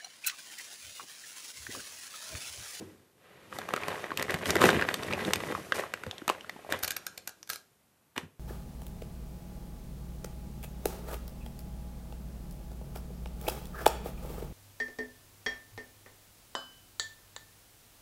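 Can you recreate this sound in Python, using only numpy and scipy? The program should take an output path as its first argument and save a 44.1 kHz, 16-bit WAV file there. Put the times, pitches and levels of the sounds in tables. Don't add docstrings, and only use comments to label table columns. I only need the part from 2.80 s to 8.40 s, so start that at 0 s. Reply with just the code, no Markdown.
import sys
import numpy as np
from scipy import signal
from scipy.io import wavfile

SR = 44100
rng = np.random.default_rng(int(sys.argv[2]) if len(sys.argv) > 2 else 0)


def transcribe(u):
    v = np.clip(np.atleast_2d(u).T, -1, 1)
    q = np.round(v * 32767).astype(np.int16)
    wavfile.write(sys.argv[1], SR, q)


N = 246772

# time in seconds, rub (the grip) in dB, rumble in dB, fizz in dB.
GRIP = [(0.0, -55.5, -48, -61), (0.33, -77.5, -74, -80), (0.45, -59, -68, -73), (0.69, -57, -58, -67),
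        (0.75, -48, -51, -54), (0.89, -45, -52, -59), (1.02, -39, -48, -55.5), (1.19, -38.5, -51.5, -53),
        (1.32, -47, -51, -60), (1.62, -41, -47.5, -54.5), (1.87, -28.5, -31.5, -46),
        (2.1, -39, -44.5, -52.5), (2.72, -40.5, -43, -51), (2.88, -50.5, -51.5, -56), (3.1, -52, -58, -63),
        (3.84, -56, -60.5, -64), (4.03, -53, -58.5, -58.5), (4.9, -82, -79.5, -77.5), (5.3, -87, -88, -95)]


def amp(db):
    return 10 ** (np.asarray(db) / 20)


def unit_rms(x):
    return x / np.sqrt(np.mean(x ** 2) + 1e-20)


def equal_energy(x):
    return x * np.sqrt(.005 * SR / (np.sum(x ** 2) + 1e-20))


def interp_log(points, hz):
    knots_hz, values = np.transpose(points)
    return np.interp(np.log(hz + 1), np.log(knots_hz + 1), values)


def add(mix, start_s, sound):
    part = mix[max(0, round(start_s * SR)):][:len(sound)]
    part += sound[:len(part)]


def colour(x, spectrum, size=2048):
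    log_gain = np.log(amp(interp_log(spectrum, abs(np.fft.fftfreq(size, 1 / SR)))))
    taps = np.fft.ifft(np.exp(np.conj(signal.hilbert(log_gain)))).real
    return signal.oaconvolve(x, taps[:size // 2])[:len(x)]


def hand_pressure():
    # start in seconds, length in seconds, rub in dB, rumble in dB, fizz in dB.
    squeezes = [(0.718, 0.034, -47, -58, -62), (1.369, 0.035, -36.5, -41.5, -50),
                (1.48, 0.065, -37.5, -45.5, -51), (1.655, 0.039, -34, -35.5, -40),
                (1.804, 0.062, -23.5, -26, -35.5), (1.922, 0.035, -28, -31.5, -53),
                (2.292, 0.028, -37.5, -38, -58), (2.388, 0.02, -34, -36, -54),
                (2.461, 0.017, -33, -31.5, -47), (2.937, 0.058, -35, -48, -43.5),
                (3.48, 0.023, -36, -63.5, -51.5), (3.894, 0.054, -35.5, -46.5, -51.5),
                (4.694, 0.044, -55, -68, -46), (5.357, .025, -40.5, -54.5, -54.5)]
    attack_s, release_s = 0.012, 0.03
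    t = np.arange(N) / SR
    times_s, *grip_db = np.transpose(GRIP)
    power = amp([np.interp(t, times_s, db) for db in grip_db]) ** 2
    for start_s, length_s, *levels_db in squeezes:
        attack = np.clip((t - start_s) / attack_s, 0, 1)
        release = np.exp(-np.maximum(t - start_s - length_s, 0) / release_s)
        power += np.outer(amp(levels_db), attack * release) ** 2
    return np.sqrt(power)


def friction(spectrum, clicks_per_s, spread_db, hiss_ratio, colour_db, dull_hz, facets=14):
    strength = amp(spread_db * np.minimum(rng.exponential(1, N), 3)) * rng.choice([-1, 1], N)
    clicks = strength * (rng.random(N) < clicks_per_s / SR)
    facet, grains = rng.integers(0, facets, N), np.zeros(N)
    hz = np.geomspace(100, 15000, num=26)
    for k in range(facets):
        grains += colour(clicks * (facet == k), np.c_[hz, colour_db * rng.uniform(-1, 1, len(hz))])
    grains = colour(grains, [(dull_hz, 0), (2 * dull_hz, -7)])
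    hiss = colour(rng.standard_normal(N), spectrum)
    return (unit_rms(colour(grains, spectrum)) + hiss_ratio * unit_rms(hiss)) / np.hypot(1, hiss_ratio)


def rustle():
    # frequency in Hz, gain in dB.
    bag_spectrum = [(25, -30), (45, -18), (85, -4), (140, 1), (230, -3.5), (380, -3), (520, -10.5),
                    (1000, -42)]
    film_spectrum = [(200, -40), (420, 1), (700, -2), (1100, -4.5), (1600, -4.5), (2100, -6), (3000, -8.5),
                     (4200, -15), (8000, -60)]
    crease_spectrum = [(1800, -14.5), (3700, -4.5), (5000, -2.5), (7500, -4), (10000, -5), (12500, -4.5),
                       (15000, -12.5)]
    rub_gain, rumble_gain, fizz_gain = hand_pressure()
    sliding = np.interp(20 * np.log10(rub_gain), [-58, -45], [1.8, .5])
    wander = signal.oaconvolve(rng.standard_normal(N), signal.windows.hann(SR // 45), "same")
    slips = amp(1.7 * unit_rms(wander) / (.5 + sliding) - 1.5)
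    rumble = friction(bag_spectrum, clicks_per_s=460, spread_db=3.5,
                      hiss_ratio=.8, colour_db=5, dull_hz=500)
    rub = friction(film_spectrum, clicks_per_s=360, spread_db=4.5,
                   hiss_ratio=sliding, colour_db=9, dull_hz=1700)
    fizz = friction(crease_spectrum, clicks_per_s=670, spread_db=-1.0,
                    hiss_ratio=1.3 * sliding, colour_db=4, dull_hz=9300)
    crunch = slips * rub_gain * rub + np.sqrt(slips) * fizz_gain * fizz
    return rumble_gain * rumble + crunch


def bag_thuds(size=8192):
    # start in seconds, relative level in dB, pitch in Hz, time scale in seconds.
    bumps = [(0.005, -40.5, 294, .018), (1.491, -31, 330, 0.012), (1.543, -26.5, 172, 0.0062),
             (1.758, -19, 330, 0.0058), (1.836, -13.5, 422, 0.0062), (1.887, -26, 409, .009),
             (2.331, -28.5, 425, 0.0061), (2.476, -39.5, 117, 0.023), (2.634, -28.5, 500, 0.0033),
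             (2.704, -32, 417, 0.0046), (3.266, -36.5, 121, 0.015), (3.417, -36.5, 260, 0.0054),
             (3.759, -41.5, 232, 0.0037), (3.919, -40, 266, 0.013), (5.371, -37.5, 264, .0065),
             (5.42, -43, 149.4, 0.026)]
    t, out = np.arange(size) / SR, np.zeros(N)
    for start_s, db, hz, scale_s in bumps:
        envelope = t / scale_s * np.exp(-2 * t / scale_s)
        hump = [(hz / 4, -24), (hz * 0.84, -4), (hz, 0), (hz * 2, -12), (hz * 10, -50)]
        thud = colour(rng.standard_normal(size) * envelope, hump)
        add(out, start_s, amp(db) * thud * np.sqrt(scale_s * SR / np.sum(thud ** 2)))
    return amp(-2.0) * out


def film_burst(t, decay_s, scatter):
    cloud = rng.standard_normal(len(t)) * np.sqrt(t) * np.exp(-t / decay_s)
    return equal_energy(t == 0) + scatter * equal_energy(cloud)


def stray_buckles(count=36, from_s=.7, to_s=4.0, firm_grip_db=-40):
    start_s = from_s + (np.arange(count) + rng.random(count)) / count * (to_s - from_s)
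    strength, octaves = rng.standard_normal((count, 2)).T
    over_firm_db = np.interp(start_s, *np.transpose(GRIP)[:2]) - firm_grip_db
    pop_db = -37 + .6 * over_firm_db + 3 * strength
    pitch_hz = 990 * 2 ** (0.5 * octaves)
    crack_db = pop_db - 26.5
    return list(zip(start_s, pop_db, pitch_hz, crack_db))


def foil_snaps(size=2048):
    # start in seconds, pop level in dB, panel pitch in Hz, crack level in dB.
    buckles = [(0.7266, -37, 1220, -62), (0.7872, -33.5, 755, -36.5), (0.889, -32.5, 1190, -44),
               (0.9377, -23, 1280, -35.5), (0.963, -31, 1380, -37), (1.0349, -34.5, 2390, -58),
               (1.0829, -28.5, 1040, -36), (1.3176, -29, 1110, -62), (1.374, -30, 2680, -28.5),
               (1.3964, -30, 1970, -39), (1.426, -30, 1940, -28.5), (1.4957, -28, 1840, -55),
               (1.5073, -35, 1410, -34.5), (1.5422, -28, 1910, -33.5), (1.657, -31.5, 3120, -38),
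               (1.7052, -22, 3840, -28), (1.7556, -23.4, 1502, -29.5), (1.766, -25.5, 1920, -37),
               (1.817, -20, 1082, -31), (1.8267, -22, 1130, -35), (1.8397, -18, 1710, -28),
               (1.8557, -22.5, 1603, -29), (1.8901, -16, 1540, -33), (1.9032, -28.5, 3740, -46),
               (2.0128, -28.5, 1810, -41), (2.0232, -22, 1670, -56), (2.088, -23.5, 1800, -39.5),
               (2.1419, -29, 2960, -27), (2.233, -35, 3770, -43), (2.3263, -31.5, 2320, -48),
               (2.3347, -28, 2600, -50), (2.4497, -34, 3780, -52), (2.5347, -22, 2500, -21),
               (2.558, -31.5, 2400, -31.5), (2.7506, -27.5, 1200, -58), (2.922, -20, 1600, -45),
               (3.037, -34, 1110, -62), (3.1384, -28, 1570, -36), (3.236, -35, 1530, -47),
               (3.2658, -35, 501, -49), (3.3118, -34, 3510, -53), (3.3817, -41, 3655, -56),
               (3.4795, -26, 1240, -28.5), (3.492, -27.5, 2770, -41), (3.4988, -19.5, 1050, -32.5),
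               (3.6089, -43, 2950, -65), (3.6953, -32.7, 1980, -45.5), (3.7633, -45.5, 860, -71),
               (3.8477, -42.5, 820, -62), (3.892, -35.5, 655, -59), (3.9241, -24.5, 1700, -29.5),
               (4.6295, -43.5, 5730, -68), (5.3632, -40, 1658, -49), (5.3785, -30, 2840, -43.5),
               (5.38, -31.5, 996, -39.5)]
    # frequency in Hz, gain in dB.
    pop_spectrum = [(50, -34), (150, -7.5), (500, -2.5), (1100, -3.5), (1800, -3.5), (3300, -9.5),
                    (6000, -23.5), (12000, -54)]
    crack_spectrum = [(1500, -36), (3600, 3), (5500, -6), (8000, -2.5), (11000, -12), (15000, -3.5)]
    t, out = np.arange(size) / SR, np.zeros(N)
    for start_s, pop_db, pitch_hz, crack_db in buckles + stray_buckles():
        cycles = t * pitch_hz
        swing = np.sin(2 * np.pi * cycles) * (1 - np.exp(-cycles / 0.4)) * np.exp(-cycles / 2.34)
        panel_spectrum = [(hz * pitch_hz / 1500, db) for hz, db in pop_spectrum]
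        film = colour(film_burst(t, decay_s=0.0014, scatter=2.96), panel_spectrum)
        harshness = np.interp(crack_db - pop_db, [-20, -3], [.55, 1.25])
        pop = equal_energy(equal_energy(swing) + harshness * equal_energy(film))
        crack = equal_energy(colour(film_burst(t, decay_s=0.0011, scatter=0.81), crack_spectrum))
        add(out, start_s, rng.choice([-1, 1]) * (amp(pop_db) * pop + amp(crack_db) * crack))
    return out


def crease_crinkles(size=2048):
    # start in seconds, level of the top in dB, length in seconds.
    creases = [(3.991, -44, 0.00091), (4.029, -35, .0026), (4.034, -27, 0.0026), (4.044, -28, 0.0058),
               (4.078, -29.5, 0.0044), (4.1067, -28, 0.0028), (4.118, -37, .0023), (4.1655, -30, 0.0034),
               (4.267, -32, 0.0013), (4.377, -38, 0.0035), (4.475, -33.5, 0.0031), (4.493, -44, .0012),
               (4.675, -51.5, 0.0012), (4.693, -41, 0.0015), (4.7, -28.5, 0.0033), (4.733, -38, .0011),
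               (4.759, -39.5, .001)]
    # frequency in Hz, gain in dB.
    top_spectrum = [(2200, -24), (4300, 10), (5000, 5), (6500, 2.5), (9500, -3.5), (11300, 2.5), (12700, 5),
                    (14500, 1.5)]
    body_spectrum = [(100, -13.5), (400, -17), (750, -3.5), (1050, -16), (1500, 4), (1900, -6.5),
                     (2300, -3), (3300, -8.5), (5000, -22.5)]
    lead_s, rise_s, fall_s = .003, 0.00069, 0.00073
    t, out = np.arange(size) / SR - lead_s, np.zeros(N)
    hz = np.geomspace(600, 15000, num=30)
    for start_s, db, length_s in creases:
        envelope = np.exp(np.minimum(t, 0) / rise_s - np.maximum(t - length_s, 0) / fall_s)
        run = envelope * rng.standard_normal(size) * amp(1.55 * rng.standard_normal(size))
        run = colour(run, np.c_[hz, 3 * rng.uniform(-1, 1, len(hz))])
        top = equal_energy(colour(run, top_spectrum))
        body = equal_energy(colour(run, body_spectrum))
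        add(out, start_s - lead_s, amp(db) * (top + amp(-4.5) * body))
    return out


def packet_ring(crinkles):
    # frequency in Hz, bandwidth in Hz, relative level in dB.
    modes = [(1390, 330, -14), (1670, 100, -7), (4220, 460, -14)]
    ring = np.zeros(N)
    for hz, width_hz, db in modes:
        pole = np.exp((2j * np.pi * hz - np.pi * width_hz) / SR)
        ring += amp(db) * unit_rms(signal.lfilter([1], [1, -pole], crinkles).imag)
    return amp(-16.5) * crinkles.std() * unit_rms(ring)


def room(x):
    # frequency in Hz, T60 in seconds.
    decay_times = [(150, .39), (400, 0.47), (1000, .26), (2800, 0.3), (7300, 0.24), (14000, 0.029)]
    hz, frame_s, noise = signal.stft(rng.standard_normal(SR // 2), SR, nperseg=256)
    fall_db = -60 * frame_s / interp_log(decay_times, hz)[:, None]
    tilt_db = interp_log([(8000, -1.5), (13000, 2)], hz)[:, None]
    tail = signal.istft(noise * amp(fall_db + tilt_db), SR, nperseg=256)[1]
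    t = np.arange(len(tail)) / SR
    tail *= np.clip(t / 0.0019, 0, 1) * (1 + 1.3 * np.exp(-t / 0.017))
    return signal.fftconvolve(x, tail / np.linalg.norm(tail))[:N]


def scene():
    # frequency in Hz, gain in dB.
    room_tone_spectrum = [(20, -22), (60, -5), (130, 0.5), (300, -5), (800, -8), (5000, -18.5),
                          (12500, -16.5), (15000, -18)]
    near = foil_snaps() + bag_thuds()
    crinkles = crease_crinkles()
    rustling = rustle()
    reverb = room(amp(-14.5) * near + amp(-9.5) * crinkles + amp(-11) * rustling + packet_ring(crinkles))
    room_tone = amp(-69) * unit_rms(colour(rng.standard_normal(N), room_tone_spectrum))
    return (near + crinkles + rustling + reverb + room_tone)[None]


def record(dry):
    low_cut_hz, high_cut_hz = 40, 14650
    thinned = signal.sosfilt(signal.butter(2, low_cut_hz, "highpass", fs=SR, output="sos"), dry)
    taps = signal.firwin(401, high_cut_hz, window=("kaiser", 8), fs=SR)
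    return signal.oaconvolve(thinned, taps[None], "same")


dry = scene()
out = record(dry)
transcribe(out)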